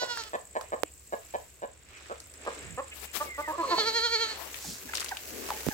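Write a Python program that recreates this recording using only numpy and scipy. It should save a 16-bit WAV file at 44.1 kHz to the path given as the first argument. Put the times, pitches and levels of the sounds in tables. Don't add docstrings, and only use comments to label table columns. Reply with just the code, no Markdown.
import sys
import numpy as np
from scipy import signal
from scipy.fft import rfft, irfft
from scipy.io import wavfile

SR = 44100
rng = np.random.default_rng(int(sys.argv[2]) if len(sys.argv) > 2 else 0)


def waveform_to_disk(signal):
    frames = np.transpose(np.atleast_2d(signal))
    scaled = np.clip(frames, -1, 1) * 32767
    samples = np.round(scaled).astype(np.int16)
    wavfile.write(sys.argv[1], SR, samples)


N = 252693
TIME = np.arange(N) / SR


def from_db(db):
    return 10 ** (np.asarray(db) / 20)


def rms_one(x):
    return x / np.sqrt(np.mean(x ** 2) + 1e-20)


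def in_time(rows):
    s, *columns = np.transpose(rows)
    return [np.interp(TIME, s, c) for c in columns]


def at_hz(points, hz):
    return np.interp(np.log(hz), *np.transpose([(np.log(f), db) for f, db in points]))


def drift(rate):
    knots = rng.standard_normal(int(N / SR * rate) + 2)
    return rms_one(np.interp(TIME * rate, np.arange(len(knots)), knots))


def swell(s, width):
    return np.exp(-((TIME - s) / width) ** 2 / 2)


def band(x, low_hz, high_hz, order=2):
    edges = [low_hz, min(high_hz, SR / 2 - 1)]
    return signal.sosfilt(signal.butter(order, edges, "band", fs=SR, output="sos"), x)


def ring(x, hz, width_hz):
    r, w = np.exp(-np.pi * width_hz / SR), 2 * np.pi * hz / SR
    return signal.lfilter([0, np.sin(w)], [1, -2 * r * np.cos(w), r * r], x + 1e-18)


def add(track, s, sound):
    i = max(round(s * SR), 0)
    track[..., i:i + sound.shape[-1]] += sound[..., :N - i]


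def pan(x, left_db):
    return x * from_db(np.array([np.atleast_1d(left_db), -np.atleast_1d(left_db)]) / 2)


def place(x, lead_ms, left_db, scatter_hz=800):
    hz = np.arange(N // 2 + 1) * SR / N
    lag_s = lead_ms / 1000 / np.hypot(1, hz / scatter_hz)
    late = irfft(rfft(x) * np.exp(-2j * np.pi * hz * lag_s), N)
    return pan(np.array([x, late]), left_db)


def noise(spectrum, alike):
    edges = 22 * 2 ** np.arange(0, 10, .5)
    out, white = 0, rng.standard_normal((2, 2, N))
    for k, (low, high) in enumerate(zip(edges, edges[1:])):
        if high > spectrum[0][0] and low < spectrum[-1][0]:
            level_db = at_hz(spectrum, np.sqrt(low * high)) + 1.3 * drift(60)
            out = out + band(white[k % 2], low, high) * from_db(level_db)
    return rms_one(np.sqrt(1 + alike) * out[0] + np.sqrt(1 - alike) * out[1] * [[1], [-1]])


# frequency in Hz, relative level in dB.
AIR_SPECTRUM = [(25, 15), (45, 13.5), (80, 22), (160, 7.5), (450, 3), (1000, -8), (2400, -2), (4500, -14),
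                (16000, -52)]
# time in seconds, level in dB.
DRONE_LEVEL = [(0, -60.5), (2, -63), (2.7, -53.5), (4, -58), (5.7, -57)]


def air(air_db=-60.5, drone_hz=69):
    phase = 2 * np.pi * np.cumsum(drone_hz + 2.5 * drift(14)) / SR
    drone = np.sin(phase) * from_db(in_time(DRONE_LEVEL)[0] + 2 * drift(10))
    return from_db(air_db) * noise(AIR_SPECTRUM, alike=0.69) + drone


# delay in seconds, level in dB.
WALL_ECHOES = [(.017, -25), (.029, -26), (.044, -25), (.061, -29)]


def yard(x, tail_db, t60):
    t = TIME[:SR // 2]
    fade = from_db(-60 * t / t60) * np.minimum(t / 0.0096, 1)
    response = rms_one(rng.standard_normal((2, len(t))) * fade) * from_db(tail_db) / np.sqrt(len(t))
    for delay, echo_db in WALL_ECHOES:
        for side in response:
            side[int((delay + rng.uniform(0, .001)) * SR)] += from_db(echo_db)
    return signal.fftconvolve(band(x, 366, 12500)[None], response, axes=1)[:, :N]


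# start in seconds, length in seconds, level in dB, beak ring in Hz.
FOWL_CALLS = [(0.614, 0.076, -58.5, 2370), (.84, 0.067, -60.5, 2650), (1.914, 0.096, -52.5, 2430),
              (2.544, 0.23, -54, 2110), (2.912, 0.029, -43, 2620), (3.06, 0.065, -52, 2600)]


def far_fowl(pitch_hz=418, beak_width_hz=740):
    cycles = np.cumsum(pitch_hz * (1 + .08 * drift(200))) / SR
    pulses, out = np.diff(np.floor(cycles), prepend=0), np.zeros(N)
    for s, length, level_db, beak_hz in FOWL_CALLS:
        arch = np.sin(np.linspace(0, np.pi, int(length * SR)))
        voice = ring(pulses[int(s * SR):][:len(arch)], beak_hz, beak_width_hz)
        voice = ring(voice, beak_hz, 2 * beak_width_hz)
        add(out, s, from_db(level_db) * arch * rms_one(band(voice, beak_hz / 2, beak_hz * 2)))
    return out


# time in seconds, level in dB.
INSECT_LEVEL = [(0, -48), (.8, -48), (1.4, -50), (1.9, -55), (2.6, -44), (3.3, -47), (4.3, -49), (5.7, -52)]
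TICKING_SPELLS = [(.046, 1.0), (1.076, 5.72)]


def insect(top_hz=8500, bottom_hz=6950, period_s=.0583, pair_gap_s=0.018, stroke_s=.013):
    out, along = np.zeros(N), np.linspace(0, 1, int(stroke_s * SR))
    for s in np.concatenate([np.arange(begin, end, period_s) for begin, end in TICKING_SPELLS]):
        for start in (s - stroke_s / 2, s - stroke_s / 2 + pair_gap_s):
            pitch = (top_hz + (bottom_hz - top_hz) * along) * (1 + .012 * rng.standard_normal())
            scratch = rms_one(band(rng.standard_normal(len(along)), bottom_hz, top_hz))
            stroke = np.sin(2 * np.pi * np.cumsum(pitch) / SR) + scratch / 2
            add(out, start, stroke * np.sin(np.pi * along) ** 2 * from_db(rng.standard_normal()))
    chorus = from_db(-10.5) * rms_one(band(rng.standard_normal((2, N)), bottom_hz, top_hz, order=3))
    return (out + chorus) * from_db(in_time(INSECT_LEVEL)[0])


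# middle and width in seconds, straw level and soil level in dB.
FOOTFALLS = [(.13, 0.16, -49.5, -56), (.68, 0.17, -61, -61.5), (1.3, 0.14, -59, -69.5),
             (2.04, 0.12, -51.5, -61.5), (2.55, .12, -47.5, -50.5), (3.26, 0.038, -54, -47),
             (3.78, 0.14, -43, -44), (4.3, 0.088, -43.5, -51), (4.6, 0.14, -50.5, -69),
             (5.0, 0.11, -47, -55), (5.53, 0.19, -44.5, -50)]
# time in seconds, level in dB.
RUSTLE_LEVEL = [(0, -73.5), (1.8, -63.5), (3.0, -55), (5.7, -51.5)]
# time in seconds, level in dB before the boost.
STRAW_HISS_LEVEL = [(0.0, -62), (0.56, -71), (1.28, -64), (1.48, -66.5), (1.71, -76), (2.89, -69),
                    (3.11, -65), (3.48, -70), (3.81, -57.5), (4.2, -62), (4.44, -64.5), (4.55, -51),
                    (5.01, -57), (5.34, -51.5), (5.54, -51), (5.73, -47.5)]
# time in seconds, left over right in dB.
HISS_SIDE = [(2.3, 1), (3.5, 6.5), (4.6, 3), (5.7, 3)]
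# frequency in Hz, relative level in dB.
CRUNCH_SPECTRUM = [(300, -53), (700, 2.5), (1300, 9), (2500, 10), (4000, 2), (7000, 1), (15000, -49)]
HISS_SPECTRUM = [(1500, -28), (3500, 6.5), (6500, 14.5), (9500, 7.5), (12000, 20), (16000, 0)]
SOIL_SPECTRUM = [(125, -12.5), (250, 2.5), (500, 9), (900, -8.5), (2000, -44)]


def footsteps(grain_db=2.0, hiss_boost_db=7, soil_under_straw_db=-5.5):
    rustle = from_db(in_time(RUSTLE_LEVEL)[0])
    straw_power, soil_power = rustle ** 2, (rustle * from_db(soil_under_straw_db)) ** 2
    for s, width, straw_db, soil_db in FOOTFALLS:
        weight = swell(s, width)
        straw_power += (weight * from_db(straw_db)) ** 2
        soil_power += (weight * from_db(soil_db)) ** 2
    grains = rms_one(from_db(grain_db * drift(700)))
    crunch = pan(noise(CRUNCH_SPECTRUM, alike=0.033) * np.sqrt(straw_power), left_db=-1.5)
    hiss_gain = from_db(in_time(STRAW_HISS_LEVEL)[0] + hiss_boost_db)
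    hiss = pan(noise(HISS_SPECTRUM, alike=0.017) * hiss_gain, in_time(HISS_SIDE)[0])
    return grains * (crunch + hiss) + noise(SOIL_SPECTRUM, alike=0.66) * np.sqrt(soil_power)


# middle and width in seconds, level in dB, centre in Hz, left over right in dB.
RUBS = [(2.70, 0.047, -50, 125, -15), (4.42, 0.044, -52, 770, 23), (4.69, 0.057, -41, 5700, -1.5),
        (4.70, .032, -45.5, 199, 1.5), (4.86, 0.021, -52.5, 251, 8), (5.40, 0.086, -51, 330, 20)]


def shuffles(spread=1.427):
    out = 0
    for s, width, level_db, hz, left_db in RUBS:
        white = rng.standard_normal(N) + 0.64 * rng.standard_normal((2, N))
        rub = rms_one(band(white, hz / spread, hz * spread))
        out = out + pan(rub * swell(s, width) * from_db(level_db), left_db)
    return out


# start in seconds, level in dB before the trim,
# pitch in Hz, left over right in dB.
BIG_SNAPS = [(0.173, -25.5, 1380, 2), (0.236, -31.5, 4150, 0), (0.611, -25.5, 902, -6.5),
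             (2.202, -34, 6500, 2), (2.339, -39, 7060, 0), (2.451, -35, 869, 1), (4.543, -27, 2700, 8),
             (4.936, -26, 1130, 4.0), (4.953, -21.5, 4150, 5), (4.972, -22, 4310, 5), (4.981, -28, 2390, 0),
             (5.005, -22.5, 6840, 3), (5.045, -24.5, 6850, 5), (5.17, -26, 3000, 3), (5.488, -25, 921, -2),
             (5.504, -25, 907, -4)]
# start and end in seconds, snaps per second,
# typical level in dB before the trim, typical pitch in Hz.
SMALL_SNAPS = [(2.101, 2.899, 5, -44.5, 6940), (4.931, 5.099, 90, -28.5, 3480)]


def snaps(crack_s=0.0022, splinter_db=-17, splinter_s=0.041, trim_db=-6, broad_db=-4, spread_db=3):
    out, t = np.zeros((2, N)), TIME[:SR // 20]
    fade = np.exp(-t / crack_s) + from_db(splinter_db) * np.exp(-t / splinter_s)
    stalks = list(BIG_SNAPS)
    for begin, end, per_s, db, hz in SMALL_SNAPS:
        for when, size, pitch in rng.random((round((end - begin) * per_s), 3)):
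            s = begin + (end - begin) * when
            stalks.append((s, db + spread_db * (2 * size - 1), hz * 2 ** (2 * pitch - 1), 2))
    for s, level_db, hz, left_db in stalks:
        white = rng.standard_normal(len(t)) + 2.4 * rng.standard_normal((2, len(t)))
        crack = rms_one(band(white, hz / 1.69, hz * 1.44))
        crack += from_db(broad_db) * rms_one(band(white, 600, 7300, order=1))
        add(out, s, pan(from_db(level_db + trim_db) * fade * crack, left_db))
    return out


# start in seconds, level in dB, pitch in Hz, seconds to fade 60 dB,
# crack compared with thud in dB, left over right in dB.
CASE_BUMPS = [(0.8341, -18, 472, 0.012, 3.5, -22), (0.834, -38.5, 308, 0.073, 15.5, 8),
              (3.7808, -21, 860, 0.014, -27, -3), (3.7855, -17.5, 890, 0.012, -12, 0),
              (5.5048, -15, 920, 0.011, -3, 5), (5.667, -19.5, 443, 0.015, -18, -14),
              (5.674, -23.5, 193, 0.04, -28, -13), (5.6865, -18.5, 255, 0.018, -2.5, -19.5)]
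# middle and width in seconds, level on the left in dB.
FINGER_BRUSHES = [(2.98, 0.025, -42.5), (3.04, 0.015, -35.5), (3.162, 0.014, -27), (3.22, 0.041, -37),
                  (3.405, 0.023, -44.5), (3.50, 0.025, -45.5), (4.429, 0.046, -39.5)]
# frequency in Hz, relative level in dB.
SKIN_SPECTRUM = [(200, -2.5), (1000, -0.5), (3200, -2.5), (6000, -4), (9000, -6), (12500, -5), (16000, 3.5)]


def fingers(crack_s=0.00017):
    out, t = np.zeros((2, N)), TIME[:SR // 10]
    for s, level_db, hz, t60, crack_db, left_db in CASE_BUMPS:
        thud = -np.sin(2 * np.pi * hz * t) * from_db(-60 * t / t60)
        crack = from_db(crack_db) * np.exp(-t / crack_s)
        add(out, s, pan(from_db(level_db) * (thud + crack), left_db))
    pressure = sum(from_db(db) * swell(s, width) for s, width, db in FINGER_BRUSHES)
    return out + noise(SKIN_SPECTRUM, alike=0) * pressure * from_db([[0], [-24]])


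# start and length in seconds, first and last pitch in Hz, level in dB,
# octave compared with the main tone in dB.
SQUEAK_GLIDES = [(3.25, 0.15, 2236, 1840, -40, -34), (3.409, .115, 2155, 1470, -37.5, -36),
                 (3.506, 0.065, 544, 600, -40.5, 5), (3.625, 0.042, 560, 521, -36.5, 10),
                 (3.661, 0.05, 516, 507, -32.5, -7), (4.641, 0.0184, 918, 594, -41, -8),
                 (4.888, 0.0134, 876, 740, -46.5, 10), (5.109, 0.026, 968, 620, -31.5, -1),
                 (5.506, 0.023, 931, 720, -30, -24), (5.704, 0.029, 876, 736, -40, 2.5)]


def squeaks(bend=1.4):
    out = np.zeros(N)
    for s, length, first_hz, last_hz, level_db, octave_db in SQUEAK_GLIDES:
        along = np.linspace(0, 1, int(length * SR))
        waver_hz, flutter_db = 26 * drift(450)[:len(along)], 1.5 * drift(300)[:len(along)]
        pitch = first_hz + (last_hz - first_hz) * along ** bend + waver_hz
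        phase = 2 * np.pi * np.cumsum(pitch) / SR
        tone = np.sin(phase) + from_db(octave_db) * np.sin(2 * phase)
        add(out, s, from_db(level_db + flutter_db) * np.sin(np.pi * along) * tone)
    return out


# time in seconds, pitch in Hz, level in dB.
FIRST_COURSE = [(0, 493.5, -31), (.135, 480.7, -34.5), (.18, 464, -35), (.215, 452, -35), (.25, 441, -45.5),
                (.29, 430, -50.5)]
SECOND_COURSE = [(3.55, 422.4, -57), (3.64, 429.5, -45.5), (3.72, 448, -29.5), (3.805, 450.4, -24),
                 (4.057, 477.6, -23.5), (4.235, 459.2, -25.5), (4.38, 424.6, -44)]
# frequency in Hz, relative level in dB.
FIRST_COLOUR = [(480, -9.5), (960, -4.5), (1440, 2), (1930, -8.5), (2400, -22), (2900, -7), (3400, -7.5),
                (3870, -6), (4350, -2), (4800, -6), (5300, -7), (5800, -12), (7000, -14), (9000, -42)]
SECOND_COLOUR = [(460, -1), (920, -5), (1380, 1), (1840, -3), (2320, -6.5), (2780, -14), (3230, -0.5),
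                 (3700, -12), (4100, 7.5), (4450, 6.5), (4750, -6.5), (5150, -9.5), (5800, -19.5),
                 (6450, -9.5), (9000, -47)]


def whine(course, throat, crest_s, period_s, sag_db, dip_share, jitter_share, rasp_db):
    top_hz, level_db = in_time(course)
    along = ((TIME - crest_s) / period_s + .03 * drift(12)) % 1
    sag = np.sin(np.pi * along) ** 2
    dip = dip_share * np.sin(np.pi * along ** 0.68) ** 2 * from_db(2 * drift(12))
    pitch = top_hz * (1 - dip + jitter_share * (.5 + sag) * drift(400))
    on = (TIME > course[0][0]) & (TIME < course[-1][0])
    phase = 2 * np.pi * np.cumsum(pitch[on]) / SR
    tone, out = 0, np.zeros(N)
    for k in range(1, 21):
        overtone_db = at_hz(throat, k * pitch[on]) + 2 * drift(25)[on]
        tone = tone + from_db(overtone_db) * np.sin(k * phase - k * k / 10)
    rasp = rms_one(band(rng.standard_normal(len(phase)), 2800, 7500) * (1 + np.cos(phase)))
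    out[on] = rms_one(tone) + from_db(rasp_db) * rasp
    return out * from_db(level_db - sag_db * sag * (1 + .2 * drift(12)))


# time in seconds, head start of the left side in milliseconds.
LEFT_LEAD = [(2.1, 0.36), (2.6, 0.14)]


def passing(x):
    late = np.interp(TIME - in_time(LEFT_LEAD)[0] / 1000, TIME, x)
    return pan(np.array([x, late]), left_db=-2)


# start and length in seconds, first pulse rate in Hz, level in dB,
# beak ring in Hz, beak compared with throat in dB.
HEN_CLUCKS = [(0.016, 0.027, 148.1, -20, 1035, -3.5), (0.333, 0.029, 154.8, -19, 1110, -5.5),
              (.553, 0.026, 147.6, -19, 1020, -3), (0.721, 0.026, 150.3, -19, 1190, -6.5),
              (1.124, 0.024, 161.8, -19, 1160, -10.5), (1.339, 0.023, 172, -20.5, 935, -2),
              (1.62, 0.031, 154.3, -23.5, 1050, -8), (2.098, .032, 164.8, -26, 1300, -3.5),
              (2.464, 0.025, 153, -22, 1196, -2), (2.776, .031, 245.3, -25, 1166, 1),
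              (3.203, .029, 291.2, -31, 1160, 9.5), (3.38, 0.036, 288.2, -26.5, 1140, 2.5),
              (3.477, 0.043, 309, -35, 960, 13), (3.58, .044, 342, -29, 1000, 7),
              (3.709, .043, 352.4, -28.5, 1030, 12)]
# time in seconds, frequency in Hz.
THROAT_RING = [(0, 602), (1.2, 602), (3.39, 481), (3.47, 338)]
# frequency and width in Hz, level compared with the main ring in dB.
HIGH_RINGS = [(1640, 120, -12.5), (2330, 174, -22.5), (2930, 100, -28.5), (3890, 290, -24.5)]


def clucks(aim_hz=312.2, reach=.82, shimmer_db=1.3, leak=.022, throat_width_hz=135, beak_width_hz=170):
    out = np.zeros(N)
    for s, length, first_hz, level_db, beak_hz, beak_db in HEN_CLUCKS:
        t = TIME[:int((length + .03) * SR)]
        along = np.minimum(t / length, 1)
        cycles = np.cumsum(first_hz + reach * (aim_hz - first_hz) * along ** 1.7) / SR
        effort = np.interp(along, [0, .54, 1], [.49, 1, .4]) * (along < 1)
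        openings = np.diff(np.floor(cycles), prepend=-1)
        pulses = openings * from_db(shimmer_db * rng.standard_normal(len(t)))
        breath = leak * rng.standard_normal(len(t)) * np.exp(-4 * (cycles % 1))
        source = effort * (pulses + breath)
        throat_hz = np.interp(s, *np.transpose(THROAT_RING))
        voice = ring(source, throat_hz, throat_width_hz)
        voice -= from_db(beak_db) * ring(source, beak_hz, beak_width_hz)
        for hz, width_hz, ring_db in HIGH_RINGS:
            strength, shift = rng.standard_normal(2)
            voice -= from_db(ring_db + 3 * strength) * ring(source, hz * (1 + 0.057 * shift), width_hz)
        add(out, s, from_db(level_db) * voice)
    return band(out, 240, 5100, order=3)


def scene():
    calls = clucks() + squeaks() + far_fowl()
    first = whine(FIRST_COURSE, FIRST_COLOUR, crest_s=0.028, period_s=0.0827,
                  sag_db=10, dip_share=.012, jitter_share=.002, rasp_db=-25)
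    second = whine(SECOND_COURSE, SECOND_COLOUR, crest_s=3.973, period_s=.0857,
                   sag_db=9.5, dip_share=.04, jitter_share=.0065, rasp_db=-22)
    whines = place(first, lead_ms=0.34, left_db=-6.5) + place(second, lead_ms=0.31, left_db=-3)
    echoes = yard(calls, tail_db=-7.5, t60=0.25) + yard(first + second, tail_db=-12, t60=.45)
    voices = passing(calls) + whines + echoes
    return voices + insect() + snaps() + fingers() + footsteps() + shuffles() + air()


def record(dry):
    low_cut_hz, high_cut_hz = 33, 16100
    lean = signal.sosfilt(signal.butter(4, low_cut_hz, "high", fs=SR, output="sos"), dry)
    return signal.sosfilt(signal.ellip(10, .2, 80, high_cut_hz, fs=SR, output="sos"), lean)


dry = scene()
out = record(dry)
waveform_to_disk(out)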